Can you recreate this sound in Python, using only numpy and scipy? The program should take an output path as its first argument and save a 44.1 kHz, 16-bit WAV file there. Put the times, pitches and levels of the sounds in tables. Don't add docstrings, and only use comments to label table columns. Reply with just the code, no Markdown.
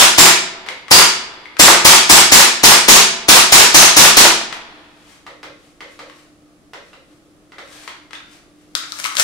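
import sys
import numpy as np
from scipy import signal
from scipy.fft import rfft, irfft, next_fast_len
from scipy.io import wavfile
from scipy.ndimage import uniform_filter1d

SR = 44100
rng = np.random.default_rng(int(sys.argv[2]) if len(sys.argv) > 2 else 0)


def transcribe(u):
    v = np.clip(np.atleast_2d(u).T, -1, 1)
    q = np.round(v * 32767).astype(np.int16)
    wavfile.write(sys.argv[1], SR, q)


N = 407043
LEAD_IN = SR // 4
TIME = np.arange(-LEAD_IN, N) / SR

# start_s [s], gas_db [dB], slide_pitch_hz [Hz], slide_ring_db [dB], target_db [dB]
SHOTS = [(-0.058, 6, 3490, -2, -2.5), (0.182, 6.5, 7350, -1, -3), (0.913, 4.5, 4750, 2, -2.5),
         (1.596, 8.5, 7580, 1, 6), (1.850, 8.5, 3270, -4, -1.5), (2.097, 8, 7740, -0.5, -1),
         (2.320, 7.5, 7120, -0.5, -2), (2.636, 7, 5260, -4, -1), (2.884, 9, 6595, -0.5, -5.5),
         (3.287, 7.5, 3530, -7, -1), (3.523, 8, 7020, -3.5, -3), (3.745, 9, 6200, 2.5, -0.5),
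         (3.967, 7.5, 5860, -4.5, 0), (4.169, 7.5, 4170, -8, 1)]
# [dB, relative]
ROOM_MODES = [(90.5, 0.46, -63), (167.9, 0.57, -54.5), (231, 0.95, -63), (338.5, 0.57, -53),
              (370.6, 0.83, -61.5), (381.5, 0.71, -63.5), (671, 0.98, -62), (912, .35, -57.5),
              (1180, 0.5, -59.5)]


def from_db(db):
    return 10 ** (np.asarray(db) / 20)


def rms_one(x):
    return x / np.sqrt(np.mean(x ** 2) + 1e-20)


def at_hz(points, hz):
    f, value = np.transpose(points)
    return np.interp(np.log(np.maximum(hz, 1)), np.log(f), value)


def convolve(x, response):
    return signal.oaconvolve(np.atleast_2d(x), np.atleast_2d(response), axes=1)[:, :len(TIME)]


def colour(x, spectrum, size=4096):
    gain = from_db(at_hz(spectrum, np.fft.rfftfreq(size, 1 / SR)))
    cepstrum = irfft(np.log(gain))
    response = irfft(np.exp(rfft(2 * cepstrum[:size // 2], size)))
    return convolve(x, response / np.linalg.norm(response))


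def resonance(x, hz, width_hz):
    r = np.exp(-np.pi * width_hz / SR)
    top = np.array([1, 0, -1]) * (1 - r * r) / 2
    return signal.lfilter(top, [1, -2 * r * np.cos(2 * np.pi * hz / SR), r * r], x)


def double_resonance(x, hz, width_hz):
    return resonance(resonance(x, hz, width_hz), hz, width_hz)


def burst(db, decay_s, size=4096):
    fade = np.exp(-np.arange(size) / (SR * max(decay_s, 1e-4)))
    spectrum = rfft(rng.standard_normal(size) * fade)
    puff = irfft(spectrum / np.abs(spectrum)) * np.sqrt(fade)
    return from_db(db) * puff / np.linalg.norm(puff) * np.sqrt(SR / 100)


def place(sounds):
    out = np.zeros(len(TIME) + SR)
    for s, sound in sounds:
        start = LEAD_IN + round(s * SR)
        out[start:start + len(sound)] += sound
    return out[:len(TIME)]


def bursts(rows, spectrum):
    return colour(place((s, burst(db, decay_s)) for s, db, decay_s in rows), spectrum)


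def contacts(rows, spectrum, decay_s, gain_db, width_hz, overtone, overtone_db):
    sounds = []
    for s, db, hz, ring_db in rows:
        crack = burst(db + gain_db, decay_s)
        low_mode = resonance(crack, hz, width_hz)
        high_mode = from_db(overtone_db) * resonance(crack, hz * overtone, width_hz)
        sounds.append((s, crack + from_db(ring_db) * (low_mode + high_mode)))
    return colour(place(sounds), spectrum)


def swells(rows, release_s):
    gain = 0
    for s, db, rise_s in rows:
        distance = np.maximum((s - TIME) / rise_s, (TIME - s) / release_s)
        gain = gain + from_db(db) * np.exp(-distance.clip(0, 20))
    return gain


def friction(pressure, spectrum, grain_db, catch_db, catches_per_s=70, count=200):
    knots = TIME[::count]
    grain = np.interp(TIME, knots, rng.standard_normal(len(knots)))
    catches = (rng.random(len(TIME)) < catches_per_s / SR) * rng.standard_normal(len(TIME))
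    rubbing = rng.standard_normal(len(TIME)) + from_db(catch_db) * catches
    return colour(pressure * from_db(grain_db * grain) * rubbing, spectrum)


def diffuse_noise(size):
    # pitch_hz [Hz], correlation [-1 to 1]
    likeness = [(30, 0.21), (130, .55), (300, 0.93), (700, 0.73), (1200, 0.26), (2200, -0.0034),
                (4000, 0.14), (15000, -0.15)]
    alike = np.clip(at_hz(likeness, np.fft.rfftfreq(size, 1 / SR)), -1, 1)
    mid, side = rfft(rng.standard_normal((2, size)))
    return irfft(np.sqrt(1 + alike) * mid + np.sqrt(1 - alike) * side * [[1], [-1]], size)


def room_response(late_db=-24, late_t60_s=1.72, late_top_hz=3500, build_s=0.0024, size=65536):
    # pitch_hz [Hz], t60_s [s to fade by 60 dB]
    room_t60 = [(60, 0.26), (130, 0.32), (250, 0.46), (700, 0.39), (2000, 0.52), (5000, 0.52), (8000, 0.41),
                (14000, 0.22)]
    hz, t, cells = signal.stft(diffuse_noise(size), SR, nperseg=256)
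    near = from_db(-60 * t / at_hz(room_t60, hz)[:, None])
    fade = from_db(-60 * t / late_t60_s)
    beyond = from_db(late_db) * fade / (1 + (hz[:, None] / late_top_hz) ** 4)
    tail = rfft(signal.istft(cells * np.hypot(near, beyond), SR)[1][:, :size])
    band_energy = uniform_filter1d(np.mean(np.abs(tail) ** 2, axis=0), size=64)
    tail = irfft(tail / np.sqrt(band_energy))[:, :size * 3 // 4]
    return tail * (1 - np.exp(-(TIME[LEAD_IN:][:tail.shape[1]] / build_s) ** 2))


def ringing(modes, size=49152):
    t = np.arange(size) / SR
    return sum(from_db(db - 60 * t / t60_s) * np.sin(2 * np.pi * hz * t) for hz, t60_s, db in modes)


def heard(x, room, direct_db, room_db, pan_db=0, lag_samples=0):
    left = x[0] * from_db(pan_db / 2)
    right = np.interp(TIME - lag_samples / SR, TIME, x[0]) * from_db(-pan_db / 2)
    return from_db(direct_db) * np.vstack([left, right]) + from_db(room_db) * convolve(x, room)


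def room_tone(air_gain_db=-56, hum_hz=300, hum_db=-57.5):
    # [dB per Hz, relative]
    air_spectrum = [(12, -42.5), (20, -9.5), (49, -10), (98, -11), (157, -8.5), (245, -12), (297, -6),
                    (371, -12.5), (666, -14.5), (957, -25.5), (1230, -18), (1490, -24.5), (11100, -33.5),
                    (12000, -46), (15500, -45)]
    # pitch_hz [Hz], width_hz [Hz], level_db [dB rms]
    whir_bands = [(300, 5.7, -60.5), (337, 8, -64), (12200, 150, -80)]
    air, fans = (diffuse_noise(next_fast_len(len(TIME)))[:, :len(TIME)] for _ in range(2))
    whir = sum(from_db(db) * rms_one(resonance(fans, hz, width_hz)) for hz, width_hz, db in whir_bands)
    hum = from_db(hum_db) * np.sqrt(2) * np.sin(2 * np.pi * hum_hz * TIME)
    return from_db(air_gain_db) * colour(air, air_spectrum) + whir + hum


def gas_blast(gas_decay_s=.016, pop_decay_s=.006, thump_decay_s=0.019, pop_db=-9, thump_db=-14):
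    # [dB per Hz, relative]
    gas_spectrum = [(40, -23.5), (200, -15.5), (500, -10), (900, 1.5), (1600, -1), (3000, 0), (5500, 2.5),
                    (7500, -1), (10000, -5), (15000, -14)]
    pop_spectrum = [(40, -13), (120, -11), (300, 0.5), (500, -3), (800, 1), (1500, -11), (4000, -31),
                    (15000, -56.5)]
    thump_spectrum = [(20, -2.5), (45, -6.5), (100, -9), (170, -2.5), (280, -2.5), (370, 1.5), (600, -10.5),
                      (2000, -40.5), (15000, -68)]
    follow = .45
    gas = bursts([(s, db, gas_decay_s) for s, db, *_ in SHOTS], gas_spectrum)
    pop = bursts([(s, follow * db + pop_db, pop_decay_s) for s, db, *_ in SHOTS], pop_spectrum)
    thump = bursts([(s, follow * db + thump_db, thump_decay_s) for s, db, *_ in SHOTS], thump_spectrum)
    room = room_response() + ringing(ROOM_MODES)
    out = heard(gas + thump, room, direct_db=-5.5, room_db=1.5, pan_db=7.0, lag_samples=8.2)
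    return out + heard(pop, room_response(), direct_db=-1.5, room_db=-3.5, pan_db=2.5, lag_samples=8.4)


def spring(size=49152):
    # [dB, relative]
    clusters = [(2185, 68, 1.3, -76), (3410, 120, 1.5, -71), (3830, 200, 1.5, -75.5), (4250, 90, 1.5, -77),
                (4700, 140, .9, -67.5)]
    t = np.arange(size) / SR
    response = 0
    for hz, width_hz, t60_s, db in clusters:
        modes = rms_one(double_resonance(rng.standard_normal((2, size)), hz, width_hz))
        response = response + modes * from_db(db - 60 * t / t60_s)
    return response


def slide_strokes(slide_db=0.26, locked_open_db=-4.5):
    # delay_s [s after the blast], level_db [dB, relative], decay_s [s]
    cycle = [(-0.008, -27.5, .002), (-0.0035, -10.5, 0.0022), (0.014, 2.5, 0.0072), (0.052, -5.5, 0.0022),
             (0.072, 0, 0.0016), (0.096, -8.5, 0.0072)]
    # [dB per Hz, relative]
    metal_spectrum = [(50, -32.5), (400, -11.5), (1000, 1.5), (1700, 0), (2300, 2.5), (3500, 0), (5000, -1),
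                      (7000, -1), (10000, -4.5), (15000, -13)]
    strokes = [(s, slide_db + locked_open_db * (s == SHOTS[-1][0])) for s, *_ in SHOTS]
    out = 0
    for group in (cycle[::2], cycle[1::2]):
        rows = [(s + delay_s, stroke_db + db, decay_s) for s, stroke_db in strokes for delay_s, db, decay_s in group]
        slide = bursts(rows, metal_spectrum)
        room = room_response() + spring()
        out = out + heard(slide, room, direct_db=-6.5, room_db=1.5, pan_db=4.0, lag_samples=7.5)
    return out


def slide_rings(width_hz=550, decay_s=.025, gain_db=12):
    rings = place((s, double_resonance(burst(db + gain_db, decay_s), hz, width_hz)) for s, _, hz, db, _ in SHOTS)
    return heard(rings[None], room_response(), direct_db=-2.5, room_db=7.5, pan_db=-3.0, lag_samples=11.0)


def target(smack_decay_s=0.0075, pellet_flight_s=.083):
    # start_s [s], level_db [dB, relative], decay_s [s]
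    rattles = [(1.697, -10.5, .02), (1.720, -13, 0.02), (1.745, -6, 0.026), (3.873, -19.5, .004),
               (4.413, -20.5, .003)]
    # [dB per Hz, relative]
    target_spectrum = [(40, -15.5), (170, -21), (500, -0.5), (900, 4), (1300, 4.5), (2000, -1),
                       (5000, -15.5), (15000, -31)]
    smacks = [(s + pellet_flight_s, db, smack_decay_s) for s, *_, db in SHOTS]
    room = room_response() + ringing(ROOM_MODES)
    return heard(bursts(smacks + rattles, target_spectrum), room, direct_db=-5, room_db=-6.0)


def far_knocks(boom_hz=530, boom_width_hz=130, boom_db=-2, boom_decay_s=0.025):
    # start_s [s], level_db [dB, relative], pitch_hz [Hz], ring_db [dB against the crack]
    knock_rows = [(0.663, -25.5, 2274, -15), (1.33, -38, 1160, -1), (5.265, -29, 1300, -2),
                  (5.43, -26, 1200, -24), (5.806, -28, 2020, -6.5), (5.991, -27, 1220, -17),
                  (6.734, -27, 1180, -18), (6.931, -37.5, 2730, 1), (7.52, -37, 1345, 1),
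                  (7.583, -28, 2020, -8)]
    # [dB per Hz, relative]
    knock_spectrum = [(60, -28), (330, -9.5), (520, -3.5), (720, -5.5), (1000, -3), (1220, -1.5),
                      (1650, -4.5), (2030, -0.5), (2450, -7), (2780, -7.5), (3350, -7.5), (4800, -13),
                      (8000, -24), (15000, -39)]
    knocks = contacts(knock_rows, knock_spectrum, decay_s=.0044, gain_db=-6.5, width_hz=220,
                      overtone=1.5, overtone_db=-2.5)
    drive = place((s + .038, burst(db + boom_db, boom_decay_s)) for s, db, *_ in knock_rows)
    boom = double_resonance(drive, boom_hz, boom_width_hz)
    out = heard(knocks, room_response(), direct_db=-3.0, room_db=5.5)
    return out + heard(boom[None], room_response(), direct_db=10.0, room_db=14.5)


def clicks_and_cloth():
    # start_s [s], level_db [dB, relative], pitch_hz [Hz], ring_db [dB against the crack]
    click_rows = [(0.687, -15.5, 2180, -2), (0.882, -25.5, 1174, 11), (1.456, -35.5, 2124, 17),
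                  (1.568, -24, 1440, 8), (4.526, -16.5, 1184, -2), (6.098, -34.5, 1136, 7.5),
                  (7.877, -20.5, 1020, -3), (7.898, -34, 3400, 12), (7.947, -43, 1020, 20),
                  (8.108, -32, 1353, 0), (8.132, -23, 1985, 4), (8.153, -29.5, 3600, 14),
                  (8.203, -40, 1400, 15), (8.837, -28, 1360, 4)]
    # peak_s [s], level_db [dB, relative], rise_s [s]
    arm_moves = [(5.12, -53.5, .1), (5.66, -59, 0.058), (5.92, -56, .03), (6.19, -57, .09),
                 (6.87, -60, .03), (7.12, -66, 0.045), (7.73, -48, 0.048), (7.83, -49, 0.054),
                 (8.33, -53, 0.041), (8.61, -64.5, .03)]
    # [dB per Hz, relative]
    click_spectrum = [(60, -28), (600, -5.5), (1000, -2), (2000, 2.5), (3400, -1.5), (5000, -8),
                      (9000, -18), (15000, -33.5)]
    cloth_spectrum = [(100, -13), (600, -0.5), (2000, 3.5), (4000, 0), (9000, -5), (15000, -20)]
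    clicks = contacts(click_rows, click_spectrum, decay_s=.0036, gain_db=-13.0, width_hz=170,
                      overtone=1.7, overtone_db=-14.5)
    cloth = friction(swells(arm_moves, release_s=0.046), cloth_spectrum, grain_db=1.5, catch_db=16)
    return heard(clicks + cloth, room_response(), direct_db=0.0, room_db=6.5, pan_db=11.5, lag_samples=1.0)


def hollow_grip(width_hz=330, decay_s=0.026, gain_db=4):
    # [dB, relative]
    shifts = [(8.757, 1380, -13), (8.819, 1320, -19), (8.925, 1250, -20), (9.053, 1180, -7),
              (9.111, 1210, -13)]
    return place((s, double_resonance(burst(db + gain_db, decay_s), hz, width_hz)) for s, hz, db in shifts)


def close_snaps():
    # start_s [s], level_db [dB, relative], pitch_hz [Hz], ring_db [dB against the crack]
    snap_rows = [(8.752, -7, 3800, 9), (8.921, -20, 4140, 13), (9.042, -13, 2710, 6),
                 (9.051, -20, 2060, 18.5), (9.059, -14, 2920, 6), (9.124, -24, 2040, 0),
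                 (9.169, -9, 3300, 10), (9.197, 4, 5500, -3), (9.202, -4, 5800, -8)]
    # peak_s [s], level_db [dB, relative], rise_s [s]
    pushes = [(9.0, -36, .07), (9.055, -28.5, 0.022), (9.2, -15, 0.016)]
    # [dB per Hz, relative]
    snap_spectrum = [(60, -36), (550, -12), (950, -8.5), (1350, -1), (1750, -2.5), (2250, -2.5), (2850, -6),
                     (3900, -4.5), (5300, -4), (6500, -4), (10000, -9.5), (15000, -20.5)]
    snaps = contacts(snap_rows, snap_spectrum, decay_s=0.0026, gain_db=-13.5, width_hz=490,
                     overtone=1.3, overtone_db=-4.5)
    scrapes = friction(swells(pushes, release_s=0.018), snap_spectrum, grain_db=4, catch_db=26.5)
    room = room_response() * from_db([[1.2], [-1.2]])
    return heard(snaps + scrapes + hollow_grip(), room, direct_db=-1.5, room_db=-0.5, pan_db=10.0, lag_samples=9.8)


def grip_jolt():
    # start_s [s], level_db [dB], decay_s [s]
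    jolts = [(9.197, -33.5, 0.0023)]
    # [dB per Hz, relative]
    jolt_spectrum = [(25, 2), (60, 1), (130, 6), (250, -1), (500, -1), (2000, -43), (15000, -75.5)]
    return bursts(jolts, jolt_spectrum)


def scene():
    pistol = gas_blast() + slide_strokes() + slide_rings()
    handling = clicks_and_cloth() + close_snaps() + grip_jolt()
    return (room_tone() + pistol + target() + far_knocks() + handling)[:, LEAD_IN:]


def record(dry, threshold_db=-4, squeeze=0.19, release_db_per_s=150, attack_s=0.006, cutoff_hz=15700):
    pole = np.exp(-1 / (attack_s * SR))
    power = signal.lfilter([1 - pole], [1, -pole], np.mean(dry ** 2, axis=0))
    level_db = 10 * np.log10(power + 1e-12)
    fall = release_db_per_s * np.arange(N) / SR
    over_db = np.maximum.accumulate(np.maximum(level_db - threshold_db, 0) + fall) - fall
    clipped = np.clip(dry * from_db(-squeeze * over_db), -1, 1)
    return signal.sosfilt(signal.ellip(10, .1, 70, cutoff_hz, fs=SR, output="sos"), clipped)


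dry = scene()
out = record(dry)
transcribe(out)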